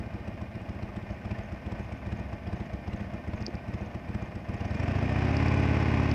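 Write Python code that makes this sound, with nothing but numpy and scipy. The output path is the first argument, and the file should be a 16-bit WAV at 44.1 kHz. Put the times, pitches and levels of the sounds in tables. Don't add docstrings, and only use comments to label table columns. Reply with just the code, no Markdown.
import sys
import numpy as np
from scipy import signal
from scipy.fft import rfft, irfft, next_fast_len
from scipy.io import wavfile
from scipy.ndimage import uniform_filter1d

SR = 44100
rng = np.random.default_rng(int(sys.argv[2]) if len(sys.argv) > 2 else 0)


def pcm_store(signal):
    levels = np.round(np.clip(np.atleast_2d(signal), -1, 1) * 32767)
    wavfile.write(sys.argv[1], SR, levels.astype(np.int16).T)


N = 270774
TIME = np.arange(N) / SR

# t/s, cycles a second
ENGINE_SPEED = [(0.0, 7.135), (0.916, 7.363), (1.11, 7.021), (1.795, 7.564), (2.017, 7.354), (3.145, 7.471),
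                (4.449, 7.305), (4.818, 11.718), (4.963, 13.8), (5.135, 15.4), (5.26, 16.35), (5.44, 17.5),
                (5.8, 17.55), (5.95, 17.3), (6.14, 16.9)]
# t/s, load (0-1)
ENGINE_LOAD = [(4.42, 0.07), (4.7, 0.2), (4.85, 0.43), (5.05, 0.54), (5.3, 0.75), (5.48, 0.85),
               (6.14, 0.77)]
# load (0-1), front level/dB, rear level/dB
FIRING_LEVELS = [(0, -2, 5), (.13, 1, 1), (.45, 2.2, 0.9), (.68, -1, 0.67)]
# rear level/dB, lag/s
LIMP_PATTERN = [(1.3, .0066), (-8.5, 0.0024), (-18.5, 0.000049)]
# f/Hz, fade/s, strength at idle, strength under load
PIPE_NOTES = [(95, 0.078, -0.17, 0.35), (122.9, 0.14, 0.27, -0.081), (163, 0.21, -0.045, -0.0037),
              (207.3, 0.33, 0.11, 0.051), (227.4, 0.12, 0.077, 0.14), (271.2, 0.12, 0.033, -0.22),
              (309.4, 0.12, -0.092, 0.015), (364, 0.23, 0.031, -0.082), (438.6, 0.25, -0.0083, 0.041),
              (568, 0.11, -0.02, -0.029), (590, 0.071, .003, 0.06), (656, 0.054, -0.016, -0.0026)]
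# f/Hz, width/Hz, level/dB
CASE_NOTES = [(429, 19, -10), (470, 46, -4), (607, 31.5, 3.5), (660.7, 51.5, 3), (718, 61, 1),
              (806, 43.5, 0), (1055, 170, -5.5), (1200, 103, -5.5), (1540, 83, -5.5), (1790, 87, -4),
              (1892, 57, -3), (2070, 174, -6.5), (2319, 56, -8), (2396, 57, -4), (2627, 20, -10.5),
              (2752, 64, -16.5)]
# f/Hz, level/dB
METAL_TONE = [(100, -56), (220, 10), (330, 5.5), (600, -4), (950, -13.5), (1350, -12), (2500, -12.5),
              (3200, -19), (4200, -25), (5200, -20.5), (6200, -30), (7200, -37), (10000, -45), (14000, -60)]
# share of a cycle, level/dB
CLATTER_CYCLE = [(0, 1), (.2, 1.5), (.42, 1), (.57, -1), (.72, 2.54), (.84, 0), (.93, 1.5)]
# f/Hz, level/dB
STRAIN_TONE = [(200, 2), (300, 2.5), (410, 1.5), (480, -3), (580, -2), (760, -5), (1000, -1), (1500, 1),
               (2000, 0), (2550, 4.5), (3200, 2.5), (5000, 4), (9000, 1)]
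# f/Hz, level/dB
GAS_TONE = [(300, 4.5), (700, 19.5), (1500, 7.5), (2500, 8), (3500, -2), (4300, -7.5), (5200, -1),
            (6800, -14), (8200, -13), (10000, -28.5), (15000, -35)]
# f/Hz, level/dB, fade/s
ROCKER_NOTES = [(1540, -13, .05), (1875, -15, .03), (2380, -5, .025), (2480, -1, 0.026)]
# share of a cycle after the front firing, level/dB
CAM_HITS = [(.135, 1), (.705, -3), (.895, -3.5)]
# f/Hz, level/dB, fade/s
CAM_COVER_NOTES = [(573, -8, 0.051), (659, 0.5, .055), (719, -2.5, 0.041), (830, -7.5, .05)]
# f/Hz, level/dB
FRAME_TONE = [(20, -46), (40, -22), (60, 2.5), (110, -0.5), (150, -5), (210, -3), (330, -17), (500, -38),
              (1500, -60)]
# t/s, level/dB, f/Hz
LOOSE_HITS = [(0.411, -42, 1046), (0.7894, -43, 1100), (0.8901, -41, 1215), (1.3454, -39, 1806),
              (2.836, -43, 2124)]
# t/s, level/dB
LEVER_HITS = [(3.4165, -48), (3.4245, -37.5), (3.459, -41), (3.4648, -20.5), (3.4670, -43), (3.481, -43),
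              (3.5534, -40), (5.3683, -26.5), (5.483, -32.5), (6.114, -28.5)]
# f/Hz, level/dB, fade/s
LEVER_NOTES = [(4690, -5, 0.011), (4906, 1.5, 0.0083), (5050, -6, 0.012), (5240, -0.5, 0.0064),
               (5830, -6, 0.008), (6350, -15, 0.011)]
# f/Hz, level/dB, fade/s
GEARBOX_NOTES = [(248, 6, 0.05), (346, 2.5, 0.086), (410, -5, .07), (514, -11, 0.046)]

FIRST_FIRING_S, MISFIRE_S, LIMP_FROM_S, GEAR_S, LIMP_TO_S = .006, .48, 1.08, 3.4815, 4.45
REAR_DELAY = 315 / 720


def amp(db):
    return 10 ** (np.asarray(db) / 20)


def unit(x):
    return x / np.sqrt(np.mean(x ** 2) + 1e-20)


def curve(rows, at=TIME):
    return np.interp(at, *np.transpose(rows))


def tone(points, hz):
    f, db = np.transpose(points)
    return amp(np.interp(np.log(hz + 1), np.log(f), db))


def filtered(x, response):
    m = next_fast_len(N + SR // 2)
    return irfft(rfft(x, m) * response(np.fft.rfftfreq(m, 1 / SR)), m)[:N]


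def noise(points):
    return unit(filtered(rng.standard_normal(N), lambda hz: tone(points, hz)))


def spikes(times, sizes):
    inside = (times >= 0) & (times < (N - 1) / SR)
    return np.bincount(np.round(times[inside] * SR).astype(int), sizes[inside], N)


def bump(t, width):
    return np.exp(-.5 * (t / width) ** 2)


def ring(notes, attack_s):
    t = np.arange(SR // 4) / SR
    ringing = sum(amp(db - 60 * t / fade) * np.sin(2 * np.pi * hz * t) for hz, db, fade in notes)
    return (1 - bump(t, attack_s)) * ringing


def strike(times, sizes, notes, attack_s):
    return signal.fftconvolve(spikes(times, sizes), ring(notes, attack_s))[:N]


def swells(times, sizes, lead_s, width_s):
    t = np.arange(-SR // 20, SR // 20 + 1) / SR
    return signal.fftconvolve(spikes(times, sizes), bump(t + lead_s, width_s), "same")


def firings(weak_rear_db, misfire_db):
    cycles = np.cumsum(curve(ENGINE_SPEED) * (TIME > FIRST_FIRING_S)) / SR
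    front = np.r_[FIRST_FIRING_S, np.interp(np.arange(1, int(cycles[-1]) + 1), cycles, TIME)]
    front = np.r_[front, 2 * front[-1] - front[-2]]
    limping = (front > LIMP_FROM_S) & (front < LIMP_TO_S)
    limp_db, lag = np.array(LIMP_PATTERN)[np.arange(len(front)) % len(LIMP_PATTERN)].T
    front = front + limping * lag
    rear = front[:-1] + REAR_DELAY * np.diff(front)
    load, front_db, rear_db = np.transpose(FIRING_LEVELS)
    front_db = np.interp(curve(ENGINE_LOAD, front), load, front_db)
    rear_db = np.where(limping[:-1], limp_db[:-1], np.interp(curve(ENGINE_LOAD, rear), load, rear_db))
    rear_db[rear < LIMP_FROM_S] = weak_rear_db
    rear_db[np.argmin(abs(rear - MISFIRE_S))] = misfire_db
    times = np.r_[front, rear]
    spread_db = np.interp(curve(ENGINE_LOAD, times), [0, 1], [0.65, .45])
    return front, times, amp(np.r_[front_db, rear_db] + spread_db * rng.standard_normal(len(times)))


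def cycles_turned(front):
    return np.interp(TIME, front, np.arange(len(front)))


def gas_pulse(t, swell_s, cut_s, echo, trip_s, crack, lead_s):
    opening = crack * bump(t + lead_s, 0.00069)
    flow = cut_s / swell_s * bump(t + 1.63 * swell_s, swell_s)
    return opening - flow + bump(t, cut_s) - echo * bump(t - trip_s, cut_s)


def exhaust_thumps(times, sizes, idle_db, load_db):
    t = np.arange(-SR // 5, SR // 5 + 1) / SR
    after = np.maximum(t, 0)
    hz, fade, at_idle, at_load = np.transpose(PIPE_NOTES)
    notes = np.sin(2 * np.pi * hz[:, None] * after) * amp(-60 * after / fade[:, None])
    notes *= 1 - bump(after, 0.00031)
    soft = gas_pulse(t, swell_s=0.0033, cut_s=0.00076, echo=0.59, trip_s=0.0077, crack=0.5, lead_s=0.0096)
    full = gas_pulse(t, swell_s=0.0024, cut_s=0.002, echo=0.67, trip_s=0.003, crack=0.99, lead_s=0.0079)
    load = curve(ENGINE_LOAD, times)
    idle = signal.fftconvolve(spikes(times, sizes * (1 - load)), soft + at_idle @ notes, "same")
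    pull = signal.fftconvolve(spikes(times, sizes * load), full + at_load @ notes, "same")
    low_cut = signal.butter(3, 29, "highpass", fs=SR, output="sos")
    return signal.sosfilt(low_cut, amp(idle_db) * idle + amp(load_db) * pull)


def engine_cases(x, ring_db):
    def response(f):
        notes = sum((-1) ** k * amp(db) * 1j * f * width / (hz * hz - f * f + 1j * f * width)
                    for k, (hz, width, db) in enumerate(CASE_NOTES))
        band = tone([(200, -41), (400, 3.5), (2800, -1.5), (4000, -17), (8000, -51)], f)
        return amp(ring_db) * notes * band + 1j * tone(METAL_TONE, f)
    return filtered(x, response)


def clatter(front, rear, rear_sizes, level_db, load_db, jitter_s, count):
    angles = (np.arange(count) + rng.random(count)) / count
    weights = rng.choice([-1, 1], count) * amp(rng.normal(0, 1.55, count))
    cycles = np.arange(len(front) - 1)[:, None] + angles
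    times = np.interp(cycles, np.arange(len(front)), front) + rng.normal(0, jitter_s, cycles.shape)
    sizes = weights * amp(rng.normal(0, 2.15, cycles.shape)) * np.sqrt(np.diff(front))[:, None]
    knocks = unit(engine_cases(spikes(times.ravel(), sizes.ravel()), ring_db=7.5))
    rattle = unit(engine_cases(rng.standard_normal(N), ring_db=3))
    load = curve(ENGINE_LOAD)
    rattle_share = np.interp(load, [0, 1], [0.63, 0.14])
    metal = np.sqrt(1 - rattle_share) * knocks + np.sqrt(rattle_share) * rattle
    metal *= amp(np.interp(cycles_turned(front), *np.transpose(CLATTER_CYCLE), period=1))
    strained = filtered(metal, lambda f: tone(STRAIN_TONE, f))
    dip_db = 2 * (1 - np.interp(TIME, rear + 0.04, rear_sizes))
    return amp(level_db + load_db * load ** 0.72 - dip_db) * ((1 - load) * metal + load * strained)


def gas_hiss(times, sizes, level_db, load_db):
    strength = sizes ** 1.4 * amp(rng.normal(0, 0.99, len(sizes)))
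    flow = swells(times, strength, lead_s=0.0045, width_s=0.0042)
    spectrum = signal.stft(noise(GAS_TONE), nperseg=512)[2]
    patches = uniform_filter1d(rng.standard_normal(spectrum.shape), 7, axis=0)
    patches = unit(uniform_filter1d(patches, 8, axis=1))
    hiss = unit(signal.istft(spectrum * amp(3.3 * patches), nperseg=512)[1][:N])
    return amp(level_db + load_db * curve(ENGINE_LOAD)) * flow * hiss


def background(rumble_db, hiss_db, whine_db):
    rumble = amp(rumble_db) * noise(FRAME_TONE)
    hiss = amp(hiss_db) * noise([(1000, -12), (8000, -1.5), (15000, -3.5)])
    return rumble + hiss + amp(whine_db) * np.sin(2 * np.pi * 9625 * TIME)


def valve_slap(front, level_db, load_db, cycle_share):
    times = front[:-1] + cycle_share * np.diff(front)
    db = level_db + load_db * curve(ENGINE_LOAD, times) + rng.normal(0, 2, len(times))
    return strike(times, amp(db), ROCKER_NOTES, attack_s=0.0024)


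def cam_knocks(front, level_db, load_db, spread_db):
    cycle_share, cam_db = np.transpose(CAM_HITS)
    times = (front[:-1, None] + cycle_share * np.diff(front)[:, None]).ravel()
    db = np.tile(cam_db, len(front) - 1) + level_db + load_db * curve(ENGINE_LOAD, times)
    db += rng.normal(0, spread_db, len(times))
    return strike(times, amp(db), CAM_COVER_NOTES, attack_s=0.00089)


def tinkles(level_db, centre_hz, spread, fade_s, count):
    out = np.zeros(N + SR)
    for start, (pitch, size) in zip(rng.integers(0, N, count), rng.standard_normal((count, 2))):
        ting = ring([(centre_hz * np.exp(spread * pitch), level_db + 3 * size, fade_s)], 0.00066)
        out[start:start + len(ting)] += ting
    return out[:N]


def loose_knocks(level_db, fade_s):
    return sum(strike(np.array([t]), amp([db + level_db]), [(hz, 0, fade_s)], attack_s=0.00055)
               for t, db, hz in LOOSE_HITS)


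def chatter(rear, sizes, level_db, fade_s, shake_s, count):
    times = rear[:, None] + 0.0089 + shake_s * rng.random((len(rear), count))
    strength = np.sqrt(sizes)[:, None] * amp(level_db + rng.normal(0, 3, times.shape))
    strength *= times > LIMP_FROM_S
    notes = [(6370, 0, fade_s), (6620, -4, fade_s)]
    return strike(times.ravel(), strength.ravel(), notes, attack_s=0.0008)


def gear_change(click_db, clunk_db):
    times, db = np.transpose(LEVER_HITS)
    clicks = strike(times, amp(db + click_db), LEVER_NOTES, attack_s=0.00038)
    clunk = strike(np.array([GEAR_S]), amp([clunk_db]), GEARBOX_NOTES, attack_s=0.00072)
    return clicks + clunk


def valve_rasp(times, sizes, level_db):
    opening = swells(times, sizes * curve(ENGINE_LOAD, times), lead_s=0.0098, width_s=0.0022)
    harsh = noise([(500, -46), (1000, 3.5), (1800, -4.5), (2500, 0.5), (3200, -18.5), (6000, -13)])
    return amp(level_db) * engine_cases(opening * harsh, ring_db=3.5)


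def engine_whine(front, level_db, harmonic, waver_db, waver_rad):
    waver = [(4, -3), (15, 3), (45, -23), (200, -120)]
    phase = 2 * np.pi * harmonic * cycles_turned(front) + waver_rad * noise(waver)
    return amp(level_db + waver_db * noise(waver)) * curve(ENGINE_LOAD) ** 1.15 * np.sin(phase)


def scene():
    front, times, sizes = firings(weak_rear_db=-5.5, misfire_db=-29)
    rear, rear_sizes = times[len(front):], sizes[len(front):]
    exhaust = exhaust_thumps(times, sizes, idle_db=-23, load_db=-15)
    engine = clatter(front, rear, rear_sizes, level_db=-47.5, load_db=14, jitter_s=.00002, count=44)
    engine += gas_hiss(times, sizes, level_db=-44.5, load_db=5.5)
    engine += valve_rasp(times, sizes, level_db=-28.5)
    engine += valve_slap(front, level_db=-56, load_db=25.5, cycle_share=.125)
    engine += cam_knocks(front, level_db=-44, load_db=10, spread_db=1.5)
    engine *= amp(curve([(.95, -0.7), (1.25, 0)]))
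    engine += engine_whine(front, level_db=-40, harmonic=48, waver_db=0.8, waver_rad=.2)
    shift = gear_change(click_db=-2, clunk_db=-33)
    loose_parts = chatter(rear, rear_sizes, level_db=-61, fade_s=.022, shake_s=.14, count=5)
    loose_parts += tinkles(level_db=-51, centre_hz=1750, spread=.25, fade_s=0.066, count=40)
    loose_parts += loose_knocks(level_db=-3, fade_s=0.062)
    steady = background(rumble_db=-43.5, hiss_db=-78.5, whine_db=-90.5)
    return (exhaust + engine + shift + loose_parts + steady)[None]


def record(dry):
    return filtered(dry[0], lambda hz: hz < 15250)[None]


dry = scene()
out = record(dry)
pcm_store(out)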